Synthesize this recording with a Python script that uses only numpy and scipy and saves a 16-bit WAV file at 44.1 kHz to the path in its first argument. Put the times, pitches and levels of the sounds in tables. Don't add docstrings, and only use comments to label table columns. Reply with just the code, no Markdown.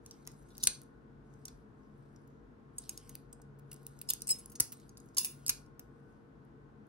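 import sys
import numpy as np
from scipy import signal
from scipy.fft import rfft, irfft, next_fast_len
from scipy.io import wavfile
from scipy.ndimage import uniform_filter1d

SR = 44100
rng = np.random.default_rng(int(sys.argv[2]) if len(sys.argv) > 2 else 0)


def put_to_file(sound):
    columns = np.atleast_2d(sound).T
    safe = np.clip(columns, -1, 1)
    whole_steps = np.round(safe * 32767)
    wavfile.write(sys.argv[1], SR, whole_steps.astype(np.int16))


def boost_factor(decibels):
    exponent = np.asarray(decibels, float) / 20
    return 10 ** exponent


N = 303408
KNOCK_N = 4096

# (frequency [Hz], level [dB per Hz])
FAN_MID = [(25, -26.5), (55, -4.5), (76, -14.5), (141, -3), (170, -12), (256, -5), (360, -17.5),
           (451, -9.5), (503, -22), (1480, -27.5), (2160, -40.5), (6800, -54), (7400, -56.5),
           (13000, -60.5)]
# (frequency [Hz], level [dB per Hz])
FAN_SIDE = [(24, -43), (40, -15), (140, -0.5), (167, -8), (262, -3.5), (320, -8.5), (455, -4.5), (697, -15),
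            (1070, -9.5), (1150, -17), (1480, -14.5), (2570, -32.5), (16000, -56)]
# (frequency [Hz], width [Hz], level [dB rms])
FAN_HUM = [(46.9, 4.5, -69), (106.8, 12.7, -74.5), (140.33, 2.3, -63.5), (212.3, 17, -68),
           (340.3, 36.8, -71), (468, 4.7, -81.5), (468, 5.5, -75), (1072, 4, -81)]
# (time [s], frequency [Hz], level [dB])
FAN_WHINE = [(0, 1450, -98), (0.699, 1452, -83), (1.351, 1505, -86), (1.701, 1510, -117),
             (3.098, 1510, -87.5), (3.499, 1470, -84.5), (3.999, 1440, -82), (4.799, 1430, -94.5),
             (5.501, 1430, -83.5), (5.752, 1460, -83.5), (6.099, 1510, -82), (6.4, 1510, -88.5),
             (6.88, 1535, -87)]
# (frequency [Hz], time to fall 60 dB [s])
ROOM_RING = [(500, 0.21), (2000, 0.24), (4000, 0.25), (8000, 0.23), (14000, 0.043)]
# (frequency [Hz], left leads by [radians])
CASE_PHASE = [(6800, -3.5), (7500, -3.0), (8300, -2.1), (9650, -1.5), (11200, 0), (14500, 3.14),
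              (15500, 3.7), (16500, 4)]
# (time [s], left leads by [ms])
SWING = [(.1, -0.086), (.27, -0.16), (.5, 0.069), (.63, -0.26), (.67, -0.051), (1.45, 0.25), (2.78, 0.088),
         (3.2, -0.014), (4.02, -0.047), (4.1, -.26), (4.22, 0.13), (4.29, 0.46), (4.6, -0.101), (5.0, 0.13),
         (5.2, 0.28), (5.49, -0.12)]
# (start [s], hold [s], level [dB])
RUSTLE = [
    (0.057, 0.75, -75.5),
    (1.268, 0.31, -82.5),
    (1.787, 0.53, -87.5),
    (2.808, 0.31, -67),
    (3.712, 0.35, -76),
    (4.334, 0.047, -61),
    (4.737, 0.076, -69),
    (4.987, 0.21, -80),
    (5.33, 0.16, -73.5),
    (5.843, 0.34, -89.5),
]
# (frequency [Hz], level [dB per Hz])
RUSTLE_COLOUR = [(1200, -28.5), (2200, -11), (4500, -6.5), (8000, -2.5), (12500, -13), (14000, -20)]
# (time [s], level [dB], frequency [Hz])
THUMPS = [
    (0.671, -44, 78.6),
    (1.527, -45, 47),
    (3.4, -44.5, 772),
    (4.602, -29.5, 320),
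    (4.606, -34, 124),
    (5.498, -45, 90.3),
]
# (start [s], hold [s], high mode level [dB], low mode level [dB])
SKIDS = [
    (4.091, .006, -42, -41),
    (4.274, .007, -40, -54),
    (4.291, 0.012, -34, -47),
    (4.3065, .005, -30, -32),
    (4.316, .004, -35, -34),
    (5.468, .009, -46, -47),
]
# (frequency [Hz], flutter width [Hz])
SKID_MODES = [(8160, 90), (5150, 29.64)]
# (time [s], level [dB])
LINGER = [
    (2.79, -78),
    (2.9, -76),
    (4.108, -83),
    (4.318, -56.5),
    (4.606, -55),
    (5.187, -40),
    (5.252, -50.5),
    (5.497, -66),
]
# (frequency [Hz], width [Hz], level [dB])
LINGER_MODES = [(2800, 110, -11), (3600, 160, -12), (4400, 200, -11), (5115, 110, -8), (5800, 200, -10),
                (6700, 220, -6), (8250, 200, -3), (9030, 200, -6), (10200, 230, 2), (11200, 300, -4),
                (15600, 150, 5)]
# (frequency [Hz], left minus right [dB])
BLADE_PAN = [(5500, -2), (7800, 5), (8800, 5.5), (10000, -1)]
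# (frequency [Hz], level [dB], time to fall 60 dB [s])
STEEL_A = [(3091, -7, .01), (3850, 5.5, 0.0043), (4592, -5.5, 0.027), (5420, 1.5, 0.0333), (6000, -5, 0.03),
           (6810, -8.5, .025), (7300, -16, 0.041), (7950, -7.5, 0.024), (9100, 3.5, 0.016),
           (8977, -4, .022), (10200, -19.5, 0.034), (11400, -23.5, 0.028), (13300, 0, 0.023),
           (15230, -7.5, .03)]
# (frequency [Hz], level [dB], time to fall 60 dB [s])
STEEL_B = [(1076, -18.5, 0.098), (2837, -5, 0.013), (3657, -16.5, 0.034), (4455, -16.5, 0.025),
           (5100, -5, 0.04), (6590, -2, 0.043), (7220, -12, 0.025), (8254, 10, 0.018), (9000, -0.5, 0.058),
           (9600, -19.5, 0.024), (10200, 5.5, 0.016), (10840, 0.5, 0.0072), (12500, -11, 0.032),
           (14000, -15, 0.028), (15600, -2.5, .045)]
# (frequency [Hz], level [dB])
CRACK = [(800, -48.5), (2000, -13), (3000, -11), (4500, 0.5), (6500, 3), (10000, -6.5), (13000, -1),
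         (15700, 1.5), (17500, -17)]
# (time [s], level [dB], chatter [ms], brightest [Hz])
CLICKS_A = [(.062, -40, 2.3, 7840), (.1112, -37.5, 3.3, 6350), (.2522, -56, 2.5, 5560),
            (.285, -61, 36, 5000), (.3165, -49, 2.6, 9000), (.4866, -61.5, 11, 8900),
            (.504, -56.5, 21, 3660), (.5505, -52, 5.2, 4000), (.5697, -47, 2.9, 7800),
            (.581, -32.5, 0.62, 9700), (.6, -47, 40, 4174), (.627, -38.5, 4.6, 9000),
            (.6338, -22.5, 3.4, 4700), (.6382, -13, 1.9, 9100), (.638, -23, 2, 13500),
            (.65, -31.5, 9.2, 9000), (.667, -35.5, 2.9, 6000), (.6719, -7.5, 1.2, 9100),
            (.672, -11.5, 2.4, 5900), (.672, -21, 2, 13300), (.6745, -21.5, 3.6, 8880), (.75, -45, 5, 4940),
            (.8173, -42, 0.72, 9000), (.833, -53, 3, 9000), (.428, -63.5, 5.4, 11870),
            (1.3387, -60, 3.66, 8100), (1.4541, -32.5, 3.1, 9620), (.1407, -60, 2.5, 5000),
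            (2.1615, -54.5, 3.2, 5960), (2.2753, -59, 4.4, 15050)]
# (time [s], level [dB], chatter [ms], brightest [Hz])
DULL_A = [
    (1.4814, -40, 4, 4500),
    (.2748, -33, 1.9, 11500),
    (.275, -35, 2, 6500),
    (.672, -22, 3.5, 3200),
    (0.2675, -49, 2, 8500),
]
# (time [s], level [dB], chatter [ms], brightest [Hz])
TICKS_B = [(2.783, -26.5, 4.3, 8200), (2.838, -51, 4.4, 3980), (2.885, -67, 4, 6500),
           (2.8937, -27, 2.4, 6300), (2.894, -25, 1.1, 10400), (2.9754, -36, 2.5, 11000),
           (2.976, -37, 2.5, 5000), (3.3285, -40, 4.3, 7800), (3.4173, -50, 3.5, 7400),
           (3.5894, -57, 1.8, 15000), (3.7293, -37.5, 4.3, 15400), (3.7426, -44, 2.1, 10700),
           (3.7633, -49.5, 1.3, 5300), (3.83, -57, 3, 14000), (3.8666, -29.5, 1.6, 15100),
           (3.9905, -45, 2.6, 8100), (4.0149, -29.5, 2.5, 14000), (4.075, -56, 4.2, 6590),
           (4.4589, -36, 1.3, 10200), (4.4982, -46, 8.4, 10200), (4.5184, -44.5, 13, 15300),
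           (4.5543, -38.5, 8.3, 6400), (4.8932, -47, 4.2, 6660), (4.972, -43.5, 2.5, 5100),
           (4.978, -45.5, 3.5, 10200), (5.0601, -61, 1.9, 14600), (5.0879, -57.5, 2.4, 6740),
           (5.1465, -50, 3.8, 5340), (5.398, -67, 2.4, 10200), (5.549, -62, 2.5, 10200),
           (5.662, -60, 4.1, 5300), (6.4494, -71, 4.9, 10550), (6.8678, -68, 3.2, 11400)]
# (time [s], level [dB], chatter [ms], brightest [Hz])
CLACKS_B = [(4.0893, -26.5, 3.3, 10500), (4.094, -29, 4.2, 8300), (4.1015, -19, 2.6, 10200),
            (4.102, -23, 2.4, 13500), (4.1052, -14, 0.9, 12500), (4.108, -20, 1.6, 11700),
            (4.1352, -22.5, 3, 10200), (4.1355, -26.5, 3, 15300), (4.22, -27, 1.9, 9350),
            (4.2717, -30, 3, 10800), (4.2795, -34.5, 3, 8300), (4.324, -55.5, 1.6, 10200),
            (4.6055, -7, 1, 10900), (4.608, -21, 2.6, 10840), (5.1695, -25, 2.3, 10200),
            (5.172, -23, 2.6, 6900), (5.173, -24.5, 4.3, 5100), (5.179, -28.5, 2, 10200),
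            (5.182, -15, 2.2, 10200), (5.1845, -14.5, 4, 10200), (5.1835, -13.5, 2.1, 5200),
            (5.1885, -26, 10, 10150), (5.2315, -33.5, 9.6, 10100), (5.2471, -18, 2.4, 12500),
            (5.2525, -25, 7.5, 10500), (5.464, -27.5, 2.5, 11700), (5.4645, -26.5, 2, 6500),
            (5.4698, -35, 4, 7000), (5.4803, -27, 2.4, 6600), (5.4815, -21.5, 2.2, 10700),
            (5.4915, -29.5, 4.6, 8960), (5.4945, -15.5, 3.2, 11500), (5.4978, -16.5, 3.8, 10840),
            (5.5045, -29, 3, 12000), (5.506, -36, 2.3, 6590)]
# (time [s], level [dB], chatter [ms], brightest [Hz])
RINGS_B = [(2.8188, -48, 9.4, 8140), (3.7165, -46, 3.8, 2810), (4.091, -34.5, 3, 2730),
           (4.105, -25.5, 3.4, 3620), (4.2068, -46, 3.7, 5200), (4.279, -27, 2, 8200),
           (4.2915, -20, 2, 11600), (4.2945, -30, 3.7, 10200), (4.301, -27, 2.4, 10200),
           (4.2925, -29.5, 5, 4503), (4.293, -39, 6.5, 2580), (4.306, -23.5, 2.55, 10200),
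           (4.3095, -18.5, 2.3, 15600), (4.315, -30.5, 4.9, 8300), (4.386, -40.5, 19, 10200),
           (4.7699, -50, 2.2, 7760), (4.7996, -52.5, 1.5, 5420), (5.0015, -49, 1.8, 6697),
           (5.246, -28, 6.7, 2587)]
# (time [s], level [dB], chatter [ms], brightest [Hz])
DULL_B = [
    (3.0936, -39, 4.5, 10100),
    (3.1535, -31.5, 1.55, 12900),
    (3.5949, -52, 2.56, 14620),
    (3.7151, -40, 4.1, 9630),
    (4.6006, -17, 0.66, 11700),
    (4.6023, -12.5, 0.9, 11000),
    (4.7207, -35, 12, 15700),
    (5.4946, -16, 2.07, 6100),
    (5.7949, -33.5, 5, 14800),
]
# (time [s], level [dB], chatter [ms], brightest [Hz])
FLEX_B = [
    (5.17, -37, 9.5, 1140),
    (5.495, -26.5, 2.1, 2210),
    (6, -76, 4.6, 1002),
]


def shape(table, hz):
    table = np.array(table, float)
    return np.interp(np.log(hz + 1), np.log(table[:, 0] + 1), table[:, 1])


def coloured(gain, db):
    x = irfft(rfft(rng.standard_normal(N)) * gain, N)
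    return x * boost_factor(db) / x.std()


def walk(rate):
    k = int(SR / rate)
    steps = np.repeat(rng.standard_normal(N // k + 1), k)
    x = uniform_filter1d(uniform_filter1d(steps, k), k)[:N]
    return x / x.std()


def stroke(start, hold, db, rise_db_s, fall_db_s):
    t = np.arange(N) / SR - start
    return boost_factor(db + rise_db_s * np.minimum(t, 0) - fall_db_s * np.maximum(t - hold, 0))


def add(track, s, x):
    i = int(s * SR)
    track[..., i:i + x.shape[-1]] += x[..., :N - i]


def ports(spectrum, hz, lead_ms):
    case = np.clip((hz - 6000.) / 1690.0, 0, 1)
    delay = 2 * np.pi * hz * lead_ms / 1000
    lead = (1 - case) * delay + case * shape(CASE_PHASE, hz)
    return spectrum * np.exp(.5j * np.array([lead, -lead]))


def fan():
    mid_db, side_db, pan_db = -59, -64.5, 2.5
    hz, t = np.fft.rfftfreq(N, 1 / SR), np.arange(N) / SR
    soft = 1 / (1 + (hz / 13200.) ** 20)
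    mid = coloured(soft * boost_factor(shape(FAN_MID, hz)), mid_db) * boost_factor(0.077 * walk(3.3))
    for f, width, db in FAN_HUM:
        mid = mid + coloured(1 / (1 + ((hz - f) / (width / 2)) ** 2), db)
    side = coloured(soft * boost_factor(shape(FAN_SIDE, hz)), side_db)
    s, whine_hz, whine_db = np.transpose(FAN_WHINE)
    whine_gain = boost_factor(np.interp(t, s, whine_db) + 6.5 + 1.7 * walk(11))
    mid = mid + whine_gain * np.sin(2 * np.pi * np.cumsum(np.interp(t, s, whine_hz)) / SR)
    return np.array([mid + side, mid - side]) * boost_factor([[pan_db / 2], [-pan_db / 2]])


def room(x):
    room_db, tilt_db_per_octave = -9, -4
    t, hz = np.arange(SR // 2) / SR, np.fft.rfftfreq(SR // 2, 1 / SR)
    tail = 0
    for centre_hz in 250 * 2. ** np.arange(7):
        band = np.exp(-.5 * (np.log2((hz + 1) / centre_hz) / .5) ** 2)
        band = band * boost_factor(tilt_db_per_octave * np.log2(centre_hz / 1000))
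        band = band / (1 + (hz / 15900.) ** 20)
        noise = irfft(rfft(rng.standard_normal((3, len(t)))) * band, len(t))
        tail = tail + noise * 1000. ** (-t / shape(ROOM_RING, centre_hz))
    tail = tail * (1 - np.exp(-(t / 0.001) ** 2))
    tail = tail * boost_factor(room_db) / np.sqrt(np.sum(tail[0] ** 2))
    return signal.fftconvolve(x[None], tail, axes=1)[:, :N]


def rustle():
    hiss, hz = 0, np.fft.rfftfreq(N, 1 / SR)
    for centre_hz in (2200, 3000, 4000, 5100, 6600, 8300, 10400, 12500):
        patch = np.exp(-.5 * (np.log2((hz + 1) / centre_hz) / .17) ** 2)
        band = boost_factor(shape(RUSTLE_COLOUR, hz)) * patch
        hiss = hiss + irfft(rfft(rng.standard_normal(N)) * band, N) * boost_factor(4 * walk(22))
    grain_db = .8 * walk(90) + 2.5 * walk(500)
    hiss = hiss / hiss.std() * boost_factor(grain_db)
    return hiss * sum(stroke(*move, rise_db_s=398.5, fall_db_s=139.5) for move in RUSTLE)


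def palm():
    out, t = np.zeros(N), np.arange(KNOCK_N) / SR
    for s, db, hz in THUMPS:
        add(out, s, boost_factor(db) * np.sin(2 * np.pi * hz * t) * np.exp(-t * hz / 0.77))
    return out


def skid():
    out = np.zeros(N)
    for k, (f, width) in enumerate(SKID_MODES):
        flutter = np.sqrt(2) * boost_factor(2.5 * walk(300))
        tone = flutter * np.sin(2 * np.pi * np.cumsum(f + width * walk(250)) / SR)
        fall_db_s = (1900, 999.5)[k]
        out += tone * sum(stroke(start, hold, db[k], 3493.5, fall_db_s) for start, hold, *db in SKIDS)
    return out


def linger():
    hz = np.fft.rfftfreq(N, 1 / SR)
    ring = sum(coloured(1 / (1 + ((hz - f) / width) ** 4), db) for f, width, db in LINGER_MODES)
    return ring * sum(stroke(s, 0, db, rise_db_s=3493.5, fall_db_s=259.5) for s, db in LINGER)


def knife(kinds, steel, scatter_db, spread):
    t, hz = np.arange(KNOCK_N) / SR - .002, np.fft.rfftfreq(KNOCK_N, 1 / SR)
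    f, db, t60 = np.repeat(np.transpose(steel), repeats=3, axis=1)[:, :, None]
    body = 1 / (1 + 1j * 0.41 * (hz / 1270.0 - 2100.0 / (hz + 1)))
    fade_out = np.clip((t[-1] - t) / .03, 0, 1)
    out = np.zeros((3, N))
    knocks = [(*knock, ring_db, body_db) for table, ring_db, body_db in kinds for knock in table]
    for s, level_db, ms, bright_hz, ring_db, body_db in knocks:
        noise = rng.standard_normal(KNOCK_N)
        grit = np.minimum(rng.exponential(size=KNOCK_N // 24), 3.5)
        grip = rng.standard_normal((3, len(f), 1))
        spurts = boost_factor(2.2 * np.repeat(grit, 25)[:KNOCK_N])
        age = t / (ms / 1000)
        swell = np.clip(1 - np.exp(-t / 0.00062), 0, 1)
        chatter = rfft(noise * spurts * swell * np.exp(-.6 * age - .5 * age ** 2))
        focus = .4 + 1.5 / (1 + 2.4j * (hz / bright_hz - bright_hz / (hz + 1)))
        struck_db = 6 * np.exp(-(np.log(f / bright_hz) / .05) ** 2)
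        fade = np.log(1000) / (np.clip(t60, .01, .07) * np.exp(0.18 * grip[0]))
        mode_gain = boost_factor(db + struck_db + scatter_db * grip[1]) * 140.0
        mode_hz = f * (1 + spread * grip[2])
        modes = mode_gain / (fade + 2j * np.pi * (hz - mode_hz))
        bright = chatter * focus * (boost_factor(shape(CRACK, hz)) + boost_factor(ring_db + 9.0) * modes.sum(axis=0))
        dull = chatter * body
        bright_peak, dull_peak = [np.sqrt(uniform_filter1d(irfft(part, KNOCK_N) ** 2, size=40).max())
                                  for part in (bright, dull)]
        knock = boost_factor(level_db - 6) * (bright / bright_peak + boost_factor(body_db) * dull / dull_peak)
        heard = ports(knock, hz, np.interp(s, *np.transpose(SWING)))
        add(out, s - .0028, irfft(np.vstack([knock, heard]), KNOCK_N) * fade_out)
    return out


def first_knife():
    kinds = [(CLICKS_A, -5, -29.5), (DULL_A, -22.5, -8)]
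    return knife(kinds, STEEL_A, scatter_db=4.0, spread=0.054)


def second_knife():
    kinds = [(TICKS_B, -6, -33.5), (CLACKS_B, -13.5, -43), (RINGS_B, 3.5, -44),
             (DULL_B, -14.5, -17), (FLEX_B, 8.95, -1.5)]
    return knife(kinds, STEEL_B, scatter_db=1.0, spread=0.013)


def scene():
    steel = first_knife() + second_knife()
    hand, sing, ring = rustle(), skid(), linger()
    size = next_fast_len(N)
    hz = np.fft.rfftfreq(size, 1 / SR)
    skid_room_db = -5
    tails = rfft(room(steel[0] + hand + ring + boost_factor(skid_room_db) * sing), size)
    wide = 0.76 / (1 + (hz / 6500.) ** 6)
    near = ports(rfft(hand, size) + np.sqrt(1 - wide) * tails[0], hz, lead_ms=-0.036)
    near = near + np.sqrt(wide) * tails[1:]
    blade_pan = boost_factor(np.outer([.5, -.5], shape(BLADE_PAN, hz)))
    near = near + ports(rfft(sing + ring, size), hz, lead_ms=0.32) * blade_pan
    return steel[1:] + irfft(near, size)[:, :N] + palm() + fan()


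def top_cut(x):
    return signal.sosfilt(signal.butter(12, 17130, fs=SR, output="sos"), x)


def record(dry):
    no_bass = signal.butter(4, 40., "highpass", fs=SR, output="sos")
    no_top = signal.ellip(8, .3, 60, 16300., fs=SR, output="sos")
    band = signal.sosfilt(no_top, signal.sosfilt(no_bass, dry))
    return top_cut(band)


dry = scene()
out = record(dry)
put_to_file(out)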